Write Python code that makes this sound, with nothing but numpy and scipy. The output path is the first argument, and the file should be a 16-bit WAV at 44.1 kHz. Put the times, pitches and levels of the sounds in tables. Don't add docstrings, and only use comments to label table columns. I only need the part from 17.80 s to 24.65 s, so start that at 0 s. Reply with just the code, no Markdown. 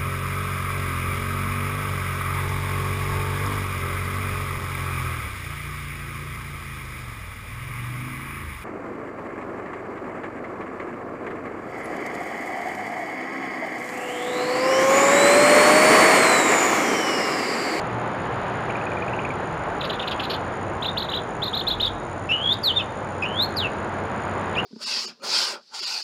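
import sys
import numpy as np
from scipy import signal
from scipy.fft import rfft, irfft, next_fast_len
from scipy.io import wavfile
from scipy.ndimage import uniform_filter1d

SR = 44100
rng = np.random.default_rng(int(sys.argv[2]) if len(sys.argv) > 2 else 0)


def wrap_up_sound(samples):
    columns = np.atleast_2d(samples).T
    tamed = np.clip(columns, -1, 1)
    steps = np.round(tamed * 32767).astype(np.int16)
    wavfile.write(sys.argv[1], SR, steps)


def level_to_linear(level):
    exponent = np.asarray(level, float) / 20
    return 10 ** exponent


N = 302085
TIME = np.arange(N) / SR


def bird():
    return ticks() + rasp() + chatter() + chirps() + whistles()


# [t/s, peak level/dB, pitch f/Hz, reached f/Hz]
TICKS = [(0.8996, -27, 2310, 2950), (0.954, -25.5, 2400, 2380), (1.012, -30, 2520, 2700),
         (1.0671, -27, 2510, 2420), (1.1173, -28, 2430, 2450), (1.1712, -26.5, 2410, 2370),
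         (1.223, -24.5, 2420, 2500), (1.28, -28, 2490, 2850), (1.334, -28, 2650, 2850),
         (1.3894, -26, 2440, 2900), (1.4494, -24, 2400, 2650), (1.5038, -25.5, 2300, 2450)]


def ticks():
    notes = []
    for s, db, hz, reach_hz in TICKS:
        start = (s, hz * 0.957, db - 4.5)
        middle = (s + 0.0028, hz, db - 1.5)
        end = (s + 0.0069, reach_hz, db - 9.5)
        notes.append([start, middle, end])
    return sing(notes, rough=0.59, breath_db=-33, octave_db=-6)


# [top t/s, flick from f/Hz, top f/Hz, fall to f/Hz, level/dB]
CHATTER = [(2.0135, 4010, 3800, 2480, -26), (2.043, 3640, 4010, 2600, -29), (2.057, 3890, 3990, 2730, -37),
           (2.102, 2950, 4140, 2450, -25), (2.132, 3990, 4030, 2480, -31), (2.146, 3500, 3600, 3300, -35),
           (2.199, 2840, 3820, 2540, -26), (2.225, 3580, 3850, 2520, -31), (2.236, 2840, 2950, 2320, -32),
           (2.28, 2750, 4270, 2480, -25), (2.315, 3300, 3960, 2500, -28), (2.329, 2940, 3400, 2400, -31),
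           (2.399, 2580, 3540, 2240, -24.5), (2.436, 3200, 4320, 2500, -30), (2.452, 2700, 4250, 2940, -31),
           (2.504, 2720, 4700, 2900, -26), (2.516, 4420, 4640, 2620, -32), (2.538, 2560, 4700, 2940, -31),
           (2.547, 3490, 3580, 2610, -33)]


def chatter():
    return sing(flicks(CHATTER), rough=1.8, breath_db=-21, octave_db=-7.0)


FLICK_S, FALL_S = 0.0045, 0.007
FLICK_DB, TOP_DB, LANDING_DB = -5, -1, -5
SHADOW_S, SHADOW_RISE, SHADOW_DB = 0.0057, 1.12, -13


def flicks(rows):
    notes = []
    for s, from_hz, top_hz, to_hz, db in rows:
        notes.append(np.array([
            (s - FLICK_S, from_hz, db + FLICK_DB),
            (s, top_hz, db + TOP_DB),
            (s + FALL_S / 2, (top_hz + to_hz) / 2, db),
            (s + FALL_S, to_hz, db + LANDING_DB)]))
    shadows = [note[1:] * [1, SHADOW_RISE, 1] + [SHADOW_S, 0, SHADOW_DB] for note in notes]
    return notes + shadows


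# [t/s, length/s, level/dB]
RASP = [(2.008, 0.012, -46), (2.036, 0.031, -35), (2.091, 0.016, -39), (2.13, 0.025, -46),
        (2.186, 0.017, -43), (2.22, 0.023, -42), (2.27, 0.011, -39), (2.306, 0.032, -33),
        (2.393, 0.02, -33), (2.422, 0.039, -37), (2.492, 0.035, -33), (2.529, 0.03, -36)]
# [f/Hz, level/dB per Hz]
RASP_COLOUR = [(1800, -29), (2400, -1), (3600, 0.5), (4500, -5), (5500, -18), (6500, -39)]


def rasp():
    level = np.zeros(N)
    for s, span, db in RASP:
        level += level_to_linear(db) * np.sin(np.pi * np.clip((TIME - s) / span, 0, 1))
    grain = level_to_linear(3 * flutter(100, 400))
    return level * noise(RASP_COLOUR) * grain


# [t/s, length/s, from f/Hz, to f/Hz, peak level/dB]
CHIRPS = [(3.022, 0.016, 3120, 4040, -24.5), (3.05, 0.022, 2720, 4150, -24), (3.08, .019, 3340, 3800, -23),
          (3.17, 0.021, 2710, 4450, -21), (3.199, .016, 3260, 4170, -26), (3.221, 0.013, 2990, 4270, -25),
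          (3.242, .010, 3330, 4000, -30), (3.287, .016, 3250, 4050, -26.5), (3.306, .008, 3900, 3980, -34),
          (3.316, 0.014, 2750, 4100, -27), (3.33, 0.0062, 3500, 2750, -32),
          (3.335, 0.011, 2710, 3800, -22.5), (3.343, 0.022, 3690, 4020, -24.5),
          (3.044, 0.0083, 3080, 2650, -27.5), (3.1, 0.019, 3420, 3700, -41),
          (3.999, 0.02, 2780, 4170, -19.5), (3.37, .012, 3100, 3950, -24), (3.364, .007, 4000, 3100, -31),
          (3.385, 0.013, 3130, 3530, -30.5), (3.251, .007, 4050, 3100, -35)]
# [t/s, length/s, from f/Hz, to f/Hz, peak level/dB]
LATER_CHIRPS = [(3.62, 0.028, 3200, 4330, -22), (3.653, 0.019, 3400, 4300, -26),
                (3.677, 0.013, 3380, 4050, -24), (3.732, 0.026, 3210, 4190, -21),
                (3.767, 0.016, 3230, 4310, -21), (3.791, 0.016, 3380, 4300, -23.5),
                (3.81, 0.0097, 3020, 3740, -24), (3.869, 0.024, 3380, 4320, -18),
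                (3.902, 0.024, 3180, 4050, -19), (3.934, .016, 3320, 3580, -27),
                (4.055, 0.011, 3850, 4800, -32), (4.026, 0.018, 3550, 3900, -17),
                (4.046, 0.016, 3345, 3930, -18.5), (4.066, 0.0112, 3170, 3800, -22.5),
                (4.077, 0.0058, 3230, 3540, -19), (4.088, 0.0075, 3300, 3660, -33)]


def chirps():
    notes = glides(CHIRPS, bend=1.63) + glides(LATER_CHIRPS, bend=1.23)
    return hoarse(sing(notes, rough=1.0, breath_db=-27, octave_db=1.0), spray_db=-20)


def hoarse(voice, spray_db):
    loudness = np.sqrt(np.abs(uniform_filter1d(voice ** 2, SR // 150)))
    return voice + level_to_linear(spray_db) * loudness * noise(RASP_COLOUR)


# [t/s, pitch f/Hz, level/dB]
WHISTLES = [
    [(4.492, 2680, -26), (4.513, 2650, -17.5), (4.524, 2894, -17), (4.55, 2914, -27), (4.605, 2940, -32),
     (4.64, 3320, -25.5), (4.68, 3304, -19.5), (4.72, 3616, -20), (4.729, 3800, -18.5)],
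    [(4.831, 5030, -43), (4.84, 4590, -22.5), (4.88, 3700, -16.5), (4.9, 3140, -21.5), (4.912, 2980, -22.5),
     (4.923, 2880, -32)],
    [(4.958, 3570, -31), (4.972, 3640, -16), (4.982, 3590, -19), (4.994, 3300, -27)],
    [(5.422, 2450, -24), (5.429, 2600, -24), (5.441, 2400, -25), (5.449, 2620, -31)],
]
# [t/s, pitch f/Hz, level/dB]
LATER_WHISTLES = [
    [(5.445, 2590, -34), (5.46, 2810, -26), (5.48, 2900, -37.5), (5.54, 3080, -39.5), (5.57, 3320, -28.5),
     (5.6, 3610, -20), (5.637, 4285, -21), (5.65, 4260, -26.5)],
    [(5.762, 5040, -44), (5.77, 4740, -27), (5.79, 3970, -23.5), (5.83, 2970, -29.5), (5.85, 2684, -23.5),
     (5.868, 2650, -25), (5.875, 2500, -36)],
    [(6.763, 2380, -30), (6.775, 2490, -27.5), (6.788, 2890, -17), (6.793, 2710, -24), (6.799, 2900, -21),
     (6.805, 2800, -39)],
]
# [t/s, length/s, from f/Hz, to f/Hz, peak level/dB]
SLURS = [
    (4.727, .013, 3750, 4880, -28.5),
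    (4.928, 0.029, 2950, 3730, -31),
    (4.992, 0.019, 2695, 2545, -24.5),
    (5.003, 0.017, 3320, 2760, -26),
    (6.751, 0.0085, 3820, 2640, -31.5),
]


def whistles():
    notes = WHISTLES + LATER_WHISTLES + glides(SLURS, bend=1.07)
    return sing(notes, rough=0.57, breath_db=-29.5, octave_db=8.0, swing=throb())


# [t/s, rate f/Hz, depth 0-1]
THROB = [(4.49, 170, .45), (4.503, 150, .05), (4.518, 140, .1), (4.545, 140, .55), (4.61, 140, .6),
         (4.635, 60, .45), (4.7, 60, .5), (4.72, 60, .2), (4.85, 110, .12), (5.47, 110, .6), (5.6, 90, .2)]


def throb():
    rate_hz, depth = in_time(THROB)
    turns = np.cumsum(rate_hz) / SR
    turns_at_dip = np.interp(4.670, TIME, turns)
    return -depth * np.cos(2 * np.pi * (turns - turns_at_dip)) * (TIME > THROB[0][0])


SWELL_SHARE, HOLD_SHARE = 0.44, 0.61
ONSET_DB, HOLD_DB, END_DB = -8, -1, -9


def glides(rows, bend):
    share = np.linspace(0, 1, 9)
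    shape_db = np.interp(share, [0, SWELL_SHARE, HOLD_SHARE, 1], [ONSET_DB, 0, HOLD_DB, END_DB])
    notes = []
    for s, span, from_hz, to_hz, db in rows:
        pitch_hz = to_hz + (from_hz - to_hz) * (1 - share) ** bend
        notes.append(np.transpose([s + share * span, pitch_hz, db + shape_db]))
    return notes


# [pitch f/Hz, octave level/dB, roughness 0-1]
THROAT = [(2300, -26.5, 0.43), (2680, -34, 0.25), (2950, -44, 0.31), (3380, -51, 0), (3800, -40.5, 0.02),
          (4300, -41.5, 0), (4970, -46, 0.5)]


def sing(notes, rough, breath_db, octave_db, swing=np.zeros(N), edge_s=0.0019):
    out = np.zeros(N)
    shake, waver, husk = flutter(70, 370), flutter(40, 330), flutter(250, 850)
    throat_hz, throat_db, throat_rough = np.transpose(THROAT)
    late_swing = np.roll(swing, SR // 300)
    for note in notes:
        s, hz, db = np.transpose(note)
        at = np.arange(round((s[0] - edge_s) * SR), min(N, round((s[-1] + edge_s) * SR)))
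        t = at / SR
        pitch = uniform_filter1d(np.interp(t, s, hz), SR // 500)
        uneven = rough * np.interp(pitch, throat_hz, throat_rough)
        shaken_hz = pitch + 120 * uneven * waver[at] - 110 * late_swing[at]
        phase = 2 * np.pi * np.cumsum(shaken_hz) / SR

        edges = np.clip(np.minimum(t - s[0], s[-1] - t) / edge_s + 1, 0, 1) ** 2
        airflow = 1 + swing[at] + uneven * shake[at] + level_to_linear(breath_db) * husk[at]
        airflow = airflow / np.sqrt(1 + uneven ** 2)

        settled_db = -15 * np.clip((t - s[0]) / 0.08, 0, 1) * (pitch < 3000)
        octave = level_to_linear(octave_db + settled_db + np.interp(pitch, throat_hz, throat_db))
        tone = np.sin(phase) + octave * np.sin(2 * phase)
        out[at] += np.sqrt(2) * level_to_linear(np.interp(t, s, db)) * edges * airflow * tone
    return out


def echoes(x, near_db, near_t60, far_db, far_t60):
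    lag = TIME[:SR // 2]
    decay = level_to_linear(near_db - 60 * lag / near_t60) + level_to_linear(far_db - 60 * lag / far_t60)
    onset = np.clip(lag / 0.0014, 0, 1)
    tail = decay * rng.standard_normal(len(lag)) * onset / np.sqrt(0.018 * SR)
    stirred = x * (1 + 0.57 * flutter(9, 150))
    return signal.fftconvolve(stirred, tail)[:N]


STROKE_S = 0.0162


def cricket():
    out = np.zeros(N + SR)
    span = np.arange(-150, 200) / SR
    shape = np.exp(-0.5 * (span / np.where(span < 0, 0.0011, 0.0014)) ** 2)
    for s, strokes in trills():
        chance = rng.standard_normal((8, 3))
        for k in range(round(strokes)):
            stroke_s = s + k * STROKE_S + 0.00035 * chance[k, 0]
            at = SR // 2 + round(stroke_s * SR) - 150
            swell_db = -3.5 * (k == 0) - 0.5 * min(strokes - k, 3)
            db = -45.6 + swell_db + 0.24 * s + 1.1 * chance[k, 1]
            hz = 6930 + 40 * chance[k, 2]
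            tone = np.sin(2 * np.pi * (hz - 20000 * span) * span)
            out[at:at + len(span)] += level_to_linear(db) * shape * tone
    return out[SR // 2:SR // 2 + N]


STROKE_SHARES = [.28, .52, .2]
REST_S, REST_SHRINKS_PER_S, REST_SPREAD_S = 0.023, 0.0017, 0.004


def trills():
    rows, s = [], 0.0
    while s < N / SR:
        strokes = rng.choice([2, 3, 4], p=STROKE_SHARES)
        rows.append((s, strokes))
        rest_s = REST_S - REST_SHRINKS_PER_S * s + REST_SPREAD_S * rng.standard_normal()
        s += strokes * STROKE_S + rest_s
    return rows


# [t/s, level/dB, brightness/dB per octave above 500 Hz]
TRAFFIC = [(0, -30, 0.5), (.7, -29.5, 1.1), (1.5, -29.5, -0.3), (2.3, -30.5, 0.35), (3.2, -31.5, -0.7),
           (3.9, -32.5, -0.94), (4.9, -33.5, -0.6), (5.6, -30.5, -0.8), (6.2, -30.5, 0), (6.85, -29.5, 0.8)]
# [f/Hz, level/dB per Hz]
ROAR = [(24, -41.5), (40, -15), (108, -4.5), (146, -3.5), (223, -4.5), (262, -7), (340, -4.5), (862, -4),
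        (1550, -10), (2570, -22), (5000, -41.5), (6500, -63), (11000, -120)]
# [t/s, low level/dB, middle level/dB, high level/dB]
DRONES = [(0, -54, -35.5, -63), (.3, -50, -35, -67), (1.3, -44, -39, -60), (1.6, -39, -49, -60),
          (2.4, -55, -63, -62), (2.7, -34, -41, -53), (3.5, -50, -50, -58), (4.0, -39, -44, -56),
          (5.2, -40, -42, -54), (5.7, -37, -60, -41), (6.85, -38, -54, -42)]


def traffic():
    roar_db, tilt_db = in_time(TRAFFIC)
    roar = noise(ROAR)
    dull = coloured(roar, [(500, 0), (4000, -6)])
    bright = coloured(roar, [(500, 0), (4000, 3)])
    share = np.clip((tilt_db + 2) / 3, 0, 1)
    tyres = level_to_linear(roar_db + 2.5) * (share * bright + (1 - share) * dull)
    low_db, middle_db, high_db = in_time(DRONES)
    low = level_to_linear(low_db) * drone(94.5, 5.3)
    middle = level_to_linear(middle_db) * drone(118, 2.7)
    high = level_to_linear(high_db) * drone(215.5, 7.2)
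    return tyres + low + middle + high


def drone(hz, width_hz):
    pitch = hz + width_hz / 2 * flutter(0.47, 4.3)
    level = 1 + 0.33 * flutter(0.48, 4)
    return level * np.sin(2 * np.pi * np.cumsum(pitch) / SR)


# [f/Hz, level/dB per Hz]
AIR = [(1500, -8), (3000, -5), (4500, -10), (5600, -13), (6900, -3.5), (7500, -14.5), (7900, -42),
       (8000, -55)]


def air():
    return level_to_linear(-55.5) * noise(AIR)


# [t/s, level/dB]
WIND = [
    (0, -59),
    (2.9, -51),
    (3.75, -51),
    (3.98, -39),
    (4.2, -43),
    (4.35, -56),
    (6.85, -55),
]


def wind():
    return level_to_linear(in_time(WIND)[0]) * flutter(32, 90)


def in_time(rows):
    s, *columns = np.transpose(rows)
    return [np.interp(TIME, s, c) for c in columns]


def coloured(x, spectrum):
    size = next_fast_len(N + SR // 4)
    hz, db = np.transpose(spectrum)
    bin_hz = np.arange(size // 2 + 1) * SR / size
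    gain = level_to_linear(np.interp(np.log(bin_hz + 1), np.log(hz), db))
    return irfft(rfft(x, size) * gain, size)[:N]


def rms_one(x):
    return x / np.sqrt(np.mean(x ** 2) + 1e-20)


def noise(spectrum):
    return rms_one(coloured(rng.standard_normal(N), spectrum))


def flutter(low_hz, high_hz):
    band = signal.butter(2, [low_hz, high_hz], "band", fs=SR, output="sos")
    return rms_one(signal.sosfilt(band, rng.standard_normal(N)))


def scene():
    song = bird()
    chirr = cricket()
    song = song + echoes(song, near_db=-5.0, near_t60=0.12, far_db=-28.5, far_t60=0.76)
    chirr = chirr + echoes(chirr, near_db=1.5, near_t60=0.027, far_db=-30, far_t60=0.5)
    return (song + chirr + traffic() + air() + wind())[None]


def band_limit(x):
    return signal.sosfilt(signal.butter(12, 13290, fs=SR, output="sos"), x)


SAMPLING_HZ = 16000
# [f/Hz, level/dB]
PLAYBACK = [(20, 0.5), (7000, -1), (8000, -6.5), (9100, -6), (10500, -13), (12000, -22.5), (12250, -42),
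            (12550, -72), (20000, -100)]


def record(dry):
    sampled = dry[0] * (1 + 2 * np.cos(2 * np.pi * SAMPLING_HZ * TIME))
    mix = coloured(sampled, PLAYBACK)[None]
    return band_limit(mix)


dry = scene()
out = record(dry)
wrap_up_sound(out)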